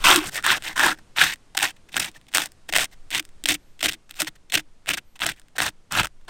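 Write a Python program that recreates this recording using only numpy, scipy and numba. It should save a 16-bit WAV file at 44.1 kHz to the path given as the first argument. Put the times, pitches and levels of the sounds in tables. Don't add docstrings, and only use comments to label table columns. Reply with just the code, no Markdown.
import sys
import numpy as np
from scipy import signal
from scipy.fft import rfft, irfft
from scipy.io import wavfile
from scipy.ndimage import uniform_filter1d
from numba import njit

SR = 44100
rng = np.random.default_rng(int(sys.argv[2]) if len(sys.argv) > 2 else 0)


def wav_record(signal):
    frames = np.transpose(np.atleast_2d(signal))
    bounded = np.clip(frames, -1, 1)
    quanta = np.round(bounded * 32767).astype(np.int16)
    wavfile.write(sys.argv[1], SR, quanta)


def to_linear_factor(level_db):
    exponent = np.asarray(level_db, float) / 20
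    return 10 ** exponent


N = 277609

# touch, hardest push and lift in seconds, hardest rubbing in dB, rubbing at touch in dB.
STROKES = [(0.042, 0.12, 0.192, -13.5, -15.5), (0.326, 0.38, 0.41, -25, -43.5),
           (0.44, 0.514, 0.58, -16.5, -23.5), (0.629, 0.683, 0.73, -28, -38.5),
           (0.761, 0.855, 0.93, -16, -26.5), (1.163, 1.217, 1.337, -14, -30),
           (1.575, 1.641, 1.707, -20, -40), (1.959, 1.971, 2.09, -26, -32.5),
           (2.144, 2.166, 2.178, -47.5, -53), (2.341, 2.406, 2.438, -27.5, -30.5),
           (2.734, 2.76, 2.835, -29.5, -28.5), (3.112, 3.152, 3.2, -23.5, -33.5),
           (3.46, 3.505, 3.558, -19.5, -34), (3.808, 3.859, 3.926, -21.5, -40),
           (4.192, 4.213, 4.231, -26, -32), (4.523, 4.544, 4.606, -20.5, -32.5),
           (4.87, 4.89, 4.95, -21, -40), (5.205, 5.236, 5.32, -26, -34), (5.587, 5.624, 5.69, -25, -29.5),
           (5.911, 5.981, 6.016, -19, -34), (6.281, 6.293, 6, -33.5, -42)]
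# dull over bright body in dB, rubbing at lift over touch in dB,
# then flesh, scale treble and table ring above the rubbing, all in dB.
GRIPS = [(-2, -13, -5.5, -6, -13), (-2.5, -1.5, -6.5, 1, -26), (2.5, -7.5, -11.5, -11, -22.5),
         (-4.5, -6, -9.5, -5.5, -14), (3.5, -4, -6, -8.5, -13), (-1.5, -3, -13.5, -8, -23),
         (-6, -3.5, -9.5, -4, -18.5), (-4, -7.5, -9, -4, -14), (-12, -1, -7.5, -5, -7),
         (-5, -1.5, -7.5, -2.5, -14), (-2.5, -3, -8, -0.5, -17.5), (-7.5, 2, -13.5, -6.5, -13.5),
         (-7, -1.5, -15.5, -4, -13), (-7.5, -1, -12, -4, -10.5), (-4.5, -1, -10, -3, -24),
         (-10, -5, -14.5, -5.5, -34), (-4.5, 3.5, -13.5, -9, -16), (-3.5, -4.5, -8, -5, -16),
         (0.5, -1, -6.5, -5.5, -15.5), (1, 9, -7.5, -10, -26), (3.5, -1, -1.5, -11, -3)]
# time in seconds, level in dB, pitch in Hz.
PLUCKS = [(0.0542, -1.5, 2630), (0.0657, 0, 2570), (0.0856, 0, 3020), (0.101, -1, 1590), (0.105, -2, 3170),
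          (0.1129, 0, 3270), (0.13, -2, 1320), (0.143, -4, 1340), (0.4788, -8, 1730), (0.5164, -4, 1870),
          (0.5297, -7.5, 1570), (0.778, -7, 1740), (0.8306, -6, 1680), (0.8586, -5, 1700),
          (0.8844, -9.5, 1520), (1.2165, -2, 1700), (1.5994, -13.5, 1800), (1.6272, -12, 1870),
          (1.6534, -11, 1940), (2.4022, -13.5, 2930), (2.4192, -10.5, 3460), (2.7473, -9, 2960),
          (2.7628, -5.5, 3220), (2.7628, -1.5, 2620), (2.7926, -9, 1860), (2.8198, -15, 2560),
          (3.4944, -5, 3630), (3.505, -11.5, 2590), (3.8433, -10.5, 3040), (3.894, -9.5, 2820),
          (4.554, -7, 2600), (4.5754, -9, 1590), (4.9097, -9, 2800), (4.9352, -15, 2690),
          (5.2356, -11.5, 1660), (5.9521, -7.5, 1387), (5.9736, -7, 1740)]


def unit(x):
    return x / np.sqrt(np.mean(x ** 2))


def walk(rate):
    hold = int(SR / rate)
    steps = np.repeat(rng.standard_normal(N // hold + 1), hold)
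    return 0.85 * uniform_filter1d(steps, hold)[:N]


def ring(x, modes):
    out, power = 0, 0
    for k, (hz, width, db) in enumerate(modes):
        b, a = signal.iirpeak(hz, hz / width, SR)
        out = out + (-1) ** k * to_linear_factor(db) * signal.lfilter(b, a, x)
        power += to_linear_factor(2 * db) * np.pi * width / SR
    return out / np.sqrt(power)


@njit
def glide(x, hz, width):
    y, band, low = np.empty(len(x)), 0., 0.
    for i in range(len(x)):
        g = np.tan(np.pi * hz[i] / SR)
        k = width / hz[i]
        v = (band + g * (x[i] - low)) / (1 + g * (g + k))
        band = 2 * v - band
        low = low + 2 * g * v
        y[i] = k * v
    return y


def sliding(x, modes, shift, patchy_db=2.5):
    out, power = 0, 0
    for k, (hz, width, db) in enumerate(modes):
        gain = (-1) ** k * to_linear_factor(db + patchy_db * walk(70))
        out = out + gain * glide(x + 1e-18, hz * shift, 1. 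* width)
        power += to_linear_factor(2 * db) * np.pi * width / SR
    return out / np.sqrt(power)


def pings(rows, gain_db, ms, rise_ms):
    out, t = np.zeros(N + 4000), np.arange(4000) / SR
    form = (1 - np.exp(-1000 * t / rise_ms)) * np.exp(-1000 * t / ms)
    form = form / form.max()
    for s, db, hz in rows:
        out[int(s * SR):][:4000] += to_linear_factor(db + gain_db) * form * np.sin(2 * np.pi * hz * t)
    return out[:N]


def crackle(rate, spread_db, hiss):
    happens = rng.random(N) < rate / SR
    size = to_linear_factor(spread_db * np.minimum(rng.exponential(size=N), 4))
    sign = np.where(rng.random(N) < .5, -1, 1)
    return unit(unit(happens * size * sign) + hiss * rng.standard_normal(N))


def scraping():
    # time in seconds, flesh pitch in Hz, block pitch in Hz.
    contact = [
        [(0.045, 1050, 1410), (0.117, 1074, 1630), (0.185, 1080, 1500)],
        [(0.33, 656, 1830), (0.374, 670, 2100), (0.41, 747, 1810)],
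        [(0.44, 1080, 1730), (0.526, 1010, 1700), (0.58, 748, 1740)],
        [(0.625, 813, 1810), (0.663, 911, 1900), (0.72, 890, 2010)],
        [(0.76, 1120, 1710), (0.906, 820, 1730), (0.94, 844, 1765)],
        [(1.165, 940, 1740), (1.223, 892, 1703), (1.33, 993, 1990)],
        [(1.55, 810, 1780), (1.66, 907, 1740), (1.7, 870, 1860)],
        [(1.94, 779, 1910), (2.042, 913, 1600), (2.09, 865, 2050)],
        [(2.34, 850, 1850), (2.39, 850, 1610), (2.46, 850, 1980)],
        [(2.72, 670, 2010), (2.812, 770, 1760), (2.845, 734, 2060)],
        [(3.11, 826, 1890), (3.148, 1020, 1910), (3.2, 944, 1850)],
        [(3.455, 665, 2000), (3.505, 702, 1924), (3.555, 727, 2006)],
        [(3.805, 665, 1810), (3.895, 705, 1780), (3.92, 709, 1830)],
        [(4.17, 860, 1730), (4.234, 760, 1680), (4.28, 885, 1850)],
        [(4.52, 689, 1886), (4.562, 672, 1820), (4.6, 780, 1700)],
        [(4.87, 684, 1745), (4.928, 677, 1780), (4.99, 763, 1860)],
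        [(5.2, 970, 1820), (5.254, 816, 1570), (5.325, 635, 1870)],
        [(5.58, 765, 1770), (5.656, 930, 1780), (5.69, 902, 1783)],
        [(5.92, 990, 1685), (5.992, 1041, 1591), (6.06, 844, 1650)],
    ]
    t = np.arange(N) / SR
    starts = [row[0] - .07 for row in STROKES]
    stroke = np.clip(np.searchsorted(starts, t) - 1, 0, None)
    dull_db, _, flesh_db, treble_db, table_db = np.transpose(GRIPS)[:, stroke]
    place = np.vstack(contact).T
    flesh_hz = np.interp(t, place[0], place[1])
    block_hz = np.interp(t, place[0], place[2])

    (body_slips, treble_slips), (body_kicks, treble_kicks) = slipping()
    rub = rubbing() * to_linear_factor(2.0 * walk(230) + 2.0)
    effort = rub + body_slips
    grit = crackle(rate=1800, spread_db=4.0, hiss=.6)
    weight = signal.lfilter([.003], [1, -.997], effort)

    body = block_and_coat(grit, effort, body_kicks, dull_db, block_hz)
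    treble = scale_treble(rub * to_linear_factor(treble_db) + to_linear_factor(3.5) * treble_slips, treble_kicks)
    flesh = fish_flesh(grit, effort, body_kicks, flesh_db, flesh_hz)
    tones = plucks_and_thuds()
    return body + treble - flesh + tones + metal_table(weight, body_kicks, table_db) + fish_rocking(weight)


def rubbing():
    # touch and lift in seconds, rubbing in dB.
    drags = [(.001, 0.042, -40), (0.188, 0.295, -34), (0.311, 0.33, -51), (0.592, 0.624, -55),
             (0.717, 0.748, -52), (0.934, 0.948, -42), (1.156, 1.122, -44), (1.702, 1.715, -48.5),
             (1.92, 1.95, -46), (2.092, 2.106, -55), (2.314, 2.374, -57.5), (2.435, 2.473, -42.5),
             (2.687, 2.703, -46.5), (2.713, 2.735, -53), (2.831, 2.856, -34.5), (1.556, 1.608, -55),
             (2.914, 2.943, -55.5), (3.934, 3.949, -40), (4.138, 4.141, -56), (4.154, 4.194, -45.5),
             (4.23, 4.285, -52), (4.272, 4.289, -38), (4.957, 4.972, -54), (4.97, 4.993, -42.5),
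             (5.325, 5.346, -56), (5.361, 5.397, -59), (5.557, 5.577, -38.5), (5.701, 5.706, -57),
             (6.016, 6.027, -44.5), (6.032, 6.06, -31)]
    # time in seconds,
    # rubbing lost in dB, half length in ms.
    skips = [(5.577, 25, 4.2), (4.587, 16.5, 2.6), (.303, 30, 5), (.79, 1, 3.6), (2.78, 16, 2.8),
             (2.734, 11.5, 2), (1.584, 13.5, 3.1), (1.595, 15, 2.2), (1.613, 14, 2.9), (1.989, 24, 4.6),
             (2.01, 13, 2.3), (2.377, 17.5, 3.8), (2.388, 12, 3.4), (2.37, 12.5, 2.2), (2.744, 20, 3.8),
             (2.789, 10.5, 1.4), (3.121, 14, 3.1), (3.19, 14, 3), (3.468, 15, 3), (3.477, 9, 1.6),
             (3.502, 8, 1.3), (3.515, 6.5, 1.5), (3.536, 10.5, 2.5), (3.822, 16, 3.5), (3.877, 14, 4.4),
             (3.907, 21, 5.1), (3.929, 19, 3), (4.213, 8, 2.5), (4.567, 22, 4), (4.896, 21, 2.7),
             (4.926, 14, 3.1), (5.254, 14, 4.3), (5.609, 7, 3.85), (6.062, 18.5, 4)]
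    touch_slope, lift_slope = 4500, 3500
    t = np.arange(N) / SR
    pushes = [(a, top, b, db, touch, touch + grip[1])
              for (a, top, b, db, touch), grip in zip(STROKES, GRIPS)]
    pushes += [(a, (a + b) / 2, b, db + 2, db - 4.5, db - 4.0) for a, b, db in drags]
    gain = 0
    for a, top, b, db, touch, lift in pushes:
        times = [a - 1, a, top, b, b + 1]
        levels = [touch - touch_slope, touch, db, lift, lift - lift_slope]
        gain = gain + to_linear_factor(np.interp(t, times, levels))
    lost_db = sum(db * np.exp(-((1000 * (t - s) / ms) ** 2) ** 1.6) for s, db, ms in skips)
    return to_linear_factor(-lost_db) * gain


def slipping():
    # time in seconds, level in dB, treble above level in dB, length in ms.
    slips = [(0.8089, -20, -24.5, 6.1), (0.8634, -14, -19, 2.5), (2.352, -17.5, -5, 6.2),
             (1.21, -17.5, -19, 10.97), (1.2346, -20, -1.5, 9), (1.569, -18, -3, 5.1),
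             (1.625, -17.5, -4, 6.6), (1.9753, -20.5, -17.5, 4), (1.995, -19.5, -0.5, 9.4),
             (2.018, -30, 0, 13), (2.3467, -15, -2.5, 4.7), (2.361, -16.5, -6, 3.4),
             (2.7242, -20, -8.5, 5.5), (2.7353, -16, -15, 3.1), (2.758, -19, -6, 10.3),
             (2.793, -22.5, -15, 7.6), (2.804, -22.5, -2, 16.8), (3.178, -24, -3.5, 7),
             (3.194, -25, -2, 6.9), (3.457, -21.5, -6.5, 4.5), (3.54, -30, 2, 6.7),
             (3.837, -19.5, -5.5, 9.8), (3.8845, -22.5, -2, 9.7), (4.1996, -27, 8, 10.8),
             (4.5492, -18.5, -1, 5.9), (4.575, -18.5, -9, 7.2), (4.9342, -21, -4.5, 10.4),
             (5.258, -18.5, -24, 5.1), (5.2867, -26.5, -3.5, 13.5), (5.9944, -19, -7, 7.8),
             (6.0315, -21.5, -7.5, 3.8)]
    # time in seconds, level in dB, length in ms.
    brushes = [(0.9742, -45, 3.5), (0.985, -44.5, 8.4), (1.323, -44, 3.5), (1.334, -30.5, 5.6),
               (1.548, -28.5, 4.9), (1.7622, -50, 8.9), (1.886, -44, 11), (1.942, -38, 13),
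               (2.0426, -30.5, 8.9), (2.2815, -44, 11.3), (2.6899, -29, 7.9), (2.9335, -55, 8.7),
               (3.1054, -39, 12), (3.2434, -52, 11), (3.4392, -36.5, 3.7), (3.7913, -45, 5.8),
               (3.8055, -28, 6.4), (4.0923, -41, 5.7), (4.103, -40, 9), (4.269, -24.5, 9.4),
               (4.3526, -46, 11.7), (4.4971, -35.5, 7.3), (4.592, -29, 5.1), (4.971, -24.5, 11),
               (5.154, -43.5, 13), (5.582, -21.5, 7.2), (6.21, -58, 4.3), (6.247, -57, 6.7)]
    # time in seconds, level in dB, treble above level in dB.
    snaps = [(0.0449, -16.5, -15), (0.0709, -10, -19), (0.1606, -12.5, 6.5), (0.4645, -11.5, -4.5),
             (0.5034, -12.5, -27.5), (0.7951, -12.5, -5), (1.1846, -9, -24), (1.5764, -11.5, -4.5),
             (1.9671, -12.5, -5.5), (2.3381, -23, -8.5), (2.3601, -18, -19), (2.3717, -12.5, 1.5),
             (2.3823, -9.5, -8), (2.7368, -13.5, -14), (2.7539, -14, -6.5), (2.7844, -14, -2),
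             (3.1479, -17, -3.5), (3.4572, -12.5, -8), (3.4877, -12, 0), (3.5222, -19, -1.5),
             (3.8292, -13.5, -3), (3.8586, -13, -5), (4.219, -19.5, 5), (4.542, -13.5, -3),
             (4.8907, -14, -2.5), (5.2186, -15, -21), (5.2654, -18.5, 0.5), (5.2892, -23, -15.5),
             (5.5824, -18, -7), (5.603, -11, -20),
             (0.426, -34.5, -1), (0.4435, -23, -3), (0.6233, -32, -3), (.6384, -34.5, -4.5),
             (1.163, -24.5, -29), (1.3376, -33, 3), (1.5498, -29, -10), (1.5896, -20, 0.5),
             (1.6086, -25, -2), (1.9429, -21, -26), (2.1155, -56, 9), (2.2136, -49.5, -6),
             (2.7742, -23, 8.5), (5.694, -45.5, 8), (2.268, -51.5, -7), (2.4584, -36.5, 11.5),
             (2.5195, -47.5, 5), (2.6901, -27, -6.5), (2.8437, -29, 5.5), (3.105, -32.5, 1.5),
             (3.2518, -42.5, 4), (3.2906, -49.5, -2), (3.439, -30.5, 4), (3.793, -39, -6), (3.933, -31, 1),
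             (4.1101, -34, 0.5), (4.142, -44, -3), (4.5223, -20.5, -4), (4.86, -35, -9), (5.202, -35, -15),
             (5.3973, -48, 4.5), (5.9227, -29.5, 9.5), (6.0461, -25.5, 0)]
    # time in seconds, level in dB.
    flakes = [(0.2302, -40), (.357, -23.5), (1.3585, -44.5), (2.318, -48), (2.489, -56), (2.3292, -40.5),
              (3.912, -36), (4.122, -52), (3.2267, -45), (3.9231, -29), (4.1592, -46), (4.172, -41),
              (4.247, -33), (4.5532, -17), (4.8762, -36), (4.902, -25), (4.917, -30.5), (4.982, -30.5),
              (5.1925, -38), (5.363, -53), (5.417, -51.5), (5.484, -52), (5.619, -19), (5.6322, -22),
              (5.6647, -22.5), (6.056, -25.5), (6.0704, -30)]
    env, kicks = np.zeros((2, N + 2000)), np.zeros((2, N))
    t_ms = 1000 * np.arange(2000) / SR

    for s, db, treble_db, ms in slips + [(s, db, -8, ms) for s, db, ms in brushes]:
        form = (1 - np.exp(-t_ms / (0.23 * ms))) * np.exp(-(t_ms / ms) ** 2.1)
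        env[:, int(s * SR):][:, :2000] += to_linear_factor(np.array([[db], [db + treble_db]])) * form

    pluck_clicks = [(s, db - 12, -9) for s, db, _ in PLUCKS]
    flicks = [(s, db, -2) for s, db in flakes]
    snap_form = 0.39 * np.exp(-t_ms / 0.28) + to_linear_factor(-16) * np.exp(-t_ms / 4.5)
    for s, db, treble_db in snaps + pluck_clicks + flicks:
        size = to_linear_factor(np.array([[db], [db + treble_db]]))
        env[:, int(s * SR):][:, :2000] += size * snap_form
        kicks[:, int(s * SR)] += 9.33 * size[:, 0]
    return env[:, :N], kicks


def block_and_coat(grit, effort, kicks, dull_db, block_hz):
    # pitch in Hz, width in Hz, level in dB.
    dull = [(1340, 404, -3.5), (1721, 400, 0)]
    # pitch in Hz, width in Hz, level in dB.
    bright = [(1960, 130, -3), (2600, 810, -1), (3660, 1114, -4), (4580, 250, -9.5)]
    share = 1 / (1 + to_linear_factor(-2 * dull_db))
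    trade = to_linear_factor(1.4 * walk(60))
    block_push = (np.roll(grit, N // 2) * effort - kicks) * np.sqrt(share) * trade
    coat_push = (grit * effort + kicks) * np.sqrt(1 - share) / trade
    block = sliding(block_push, dull, block_hz / 1700)
    return block + sliding(coat_push, bright, 1 + 0.013 * walk(40))


def scale_treble(rasp, kicks):
    # pitch in Hz, width in Hz, level in dB.
    treble = [(5030, 1500, -0.5), (6000, 1500, -0.5), (8400, 1700, 1.5), (13450, 1400, -6),
              (14200, 3000, -15)]
    sharp = crackle(rate=1200, spread_db=5.5, hiss=0.73)
    fizz = ring(kicks, treble)
    for k, mode in enumerate(treble):
        _, width, db = mode
        push = np.roll(sharp, k * SR) * rasp
        fizz = fizz + ring(push * to_linear_factor(db - 39.5) * np.sqrt(width), [mode])
    return fizz + to_linear_factor(-12) * np.diff(kicks, prepend=0)


def fish_flesh(grit, effort, kicks, flesh_db, flesh_hz):
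    push = np.roll(grit, N // 3) * effort + 0.7 * kicks
    push = push * to_linear_factor(flesh_db - 2.5 + 0.82 * walk(40))
    main = sliding(push, [(0.99, 380, 0)], flesh_hz)
    lower = sliding(push, [(.55, 259.3, 0)], flesh_hz)
    return main - to_linear_factor(-10.0) * lower


def plucks_and_thuds():
    # time in seconds, level in dB, pitch in Hz.
    thuds = [(0.446, -28, 960), (0.765, -24.5, 1010), (0.813, -23, 950), (0.866, -12.5, 950),
             (1.168, -32.5, 940), (1.184, -20, 886), (1.228, -20, 764), (1.552, -26, 795),
             (1.576, -21, 775), (1.622, -19.5, 817), (1.96, -23, 794), (2.342, -39, 840), (2.381, -28, 817),
             (2.725, -26, 756), (2.736, -21.5, 635), (2.783, -19.5, 640), (3.487, -32, 690),
             (3.829, -22.5, 624), (4.206, -23, 620), (4.269, -35, 1000), (4.527, -35, 716),
             (4.534, -26.5, 715), (4.877, -33, 627), (5.261, -22, 673), (5.554, -39, 760),
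             (5.583, -30, 704)]
    # seconds, dB, Hz
    single_tones = [(.8405, -7.5, 1660), (.803, -12, 1750), (2.16, -39, 1800), (4.5, -40.5, 4200)]
    plucked = pings(PLUCKS, -5.5, ms=1.9, rise_ms=0.1)
    thudding = pings(thuds, -1.5, ms=5, rise_ms=0.32)
    return plucked + thudding + pings(single_tones, 0, ms=4.1, rise_ms=1.5)


def metal_table(weight, kicks, table_db):
    # pitch in Hz, width in Hz, level in dB.
    sheet = [(210, 110, -4.5), (312, 46, 8), (385, 78, -13.5)]
    # time in seconds, level in dB, pitch in Hz.
    knocks = [(0.099, -19, 370), (0.155, -17, 343), (0.174, -15, 309), (0.215, -29.5, 369),
              (0.486, -28.5, 367), (0.845, -24, 347), (0.905, -31.5, 310), (2.696, -40, 323.5),
              (3.44, -37.5, 313), (3.492, -30.5, 307), (3.514, -25.5, 298.4), (3.855, -38, 313),
              (4.224, -28, 312), (4.565, -28.5, 309), (4.9, -32.5, 294), (5.611, -32.5, 299)]
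    pressing = rng.standard_normal(N) * weight * to_linear_factor(table_db - 5.5)
    hum = ring(pressing + 0.52 * kicks * to_linear_factor(table_db), sheet)
    return hum + pings(knocks, -1.5, ms=17, rise_ms=2.9)


def fish_rocking(weight):
    # pitch in Hz, width in Hz, level in dB.
    thump = [(45.86, 11, -1.5), (153, 95, -1)]
    # time in seconds, level in dB, half length in ms.
    bumps = [
        (.27, -43, 25),
        (2.0, -46.5, 51),
        (5.26, -40, 32),
        (6.008, -36, 6.6),
        (5.97, -47, 55),
    ]
    t = np.arange(N) / SR
    rocking = weight * to_linear_factor(-28.5 + 2.5 * t)
    for s, db, ms in bumps:
        rocking = rocking + to_linear_factor(db) * np.exp(-(1000 * (t - s) / ms) ** 2)
    return ring(rng.standard_normal(N) * rocking, thump)


def ground(x):
    t = np.arange(8000) / SR
    fade = np.exp(-np.log(1000) * t / 0.027) + to_linear_factor(-30) * np.exp(-np.log(1000) * t / .16)
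    tail = signal.lfilter([.4], [1, -.6], rng.standard_normal(len(t)) * fade)
    return to_linear_factor(-33.5) * signal.fftconvolve(x, tail)[:N]


def leaves():
    # frequency in Hz, level in dB per Hz.
    air = [(30, -7.5), (60, -6.5), (150, -9.5), (650, -20.5), (5000, -30.5), (9500, -33), (12000, -42),
           (16000, -62.5)]
    # time in seconds, level in dB.
    air_level = [
        (0, -47),
        (1.1, -57),
        (1.5, -58.5),
        (3.4, -59),
        (4.8, -62),
        (6.29, -61.5),
    ]
    t, hz = np.arange(N) / SR, np.fft.rfftfreq(N, 1 / SR)
    air_hz, air_db = np.transpose(air)
    colour = to_linear_factor(np.interp(np.log(hz + 1), np.log(air_hz), air_db, left=-40))
    rustle = unit(irfft(rfft(rng.standard_normal(N)) * colour, N))
    return rustle * to_linear_factor(np.interp(t, *np.transpose(air_level)) + 0.84 * walk(5.0))


def insect():
    # start in seconds, end in seconds, level in dB.
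    calls = [
        (3.54, 3.805, -77.5),
        (5.023, 5.181, -74.5),
    ]
    t = np.arange(N) / SR
    buzz = ring(rng.standard_normal(N), [(12400, 1200, 0)])
    buzz = unit(ring(buzz, [(12570, 1200, 0)]))
    return buzz * sum(to_linear_factor(db) * np.sin(np.pi * np.clip((t - a) / (b - a), 0, 1)) for a, b, db in calls)


def wind():
    # time in seconds, level in dB.
    gusts = [
        (0.0, -25.5),
        (0.35, -47.5),
        (1.2, -51),
        (2.45, -55),
        (2.95, -38.5),
        (3.15, -47),
        (4.3, -47),
        (5.75, -54),
        (6.29, -42.5),
    ]
    slow = signal.butter(2, [4, 14], "bandpass", fs=SR, output="sos")
    puff = unit(signal.sosfilt(slow, rng.standard_normal(N)))
    return puff * to_linear_factor(np.interp(np.arange(N) / SR, *np.transpose(gusts)))


def scene():
    near = scraping()
    return (near + ground(near) + leaves() + insect() + wind())[None]


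def top_cut(x):
    return signal.sosfilt(signal.butter(12, 16480, fs=SR, output="sos"), x)


def record(dry):
    heard = dry - .5 * signal.lfilter(*signal.iirpeak(10700, 6.0, SR), dry)
    top_edge = signal.ellip(6, .3, 34, 15800, fs=SR, output="sos")
    heard = signal.sosfilt(top_edge, heard)
    return top_cut(np.clip(heard, -1, 1))


dry = scene()
out = record(dry)
wav_record(out)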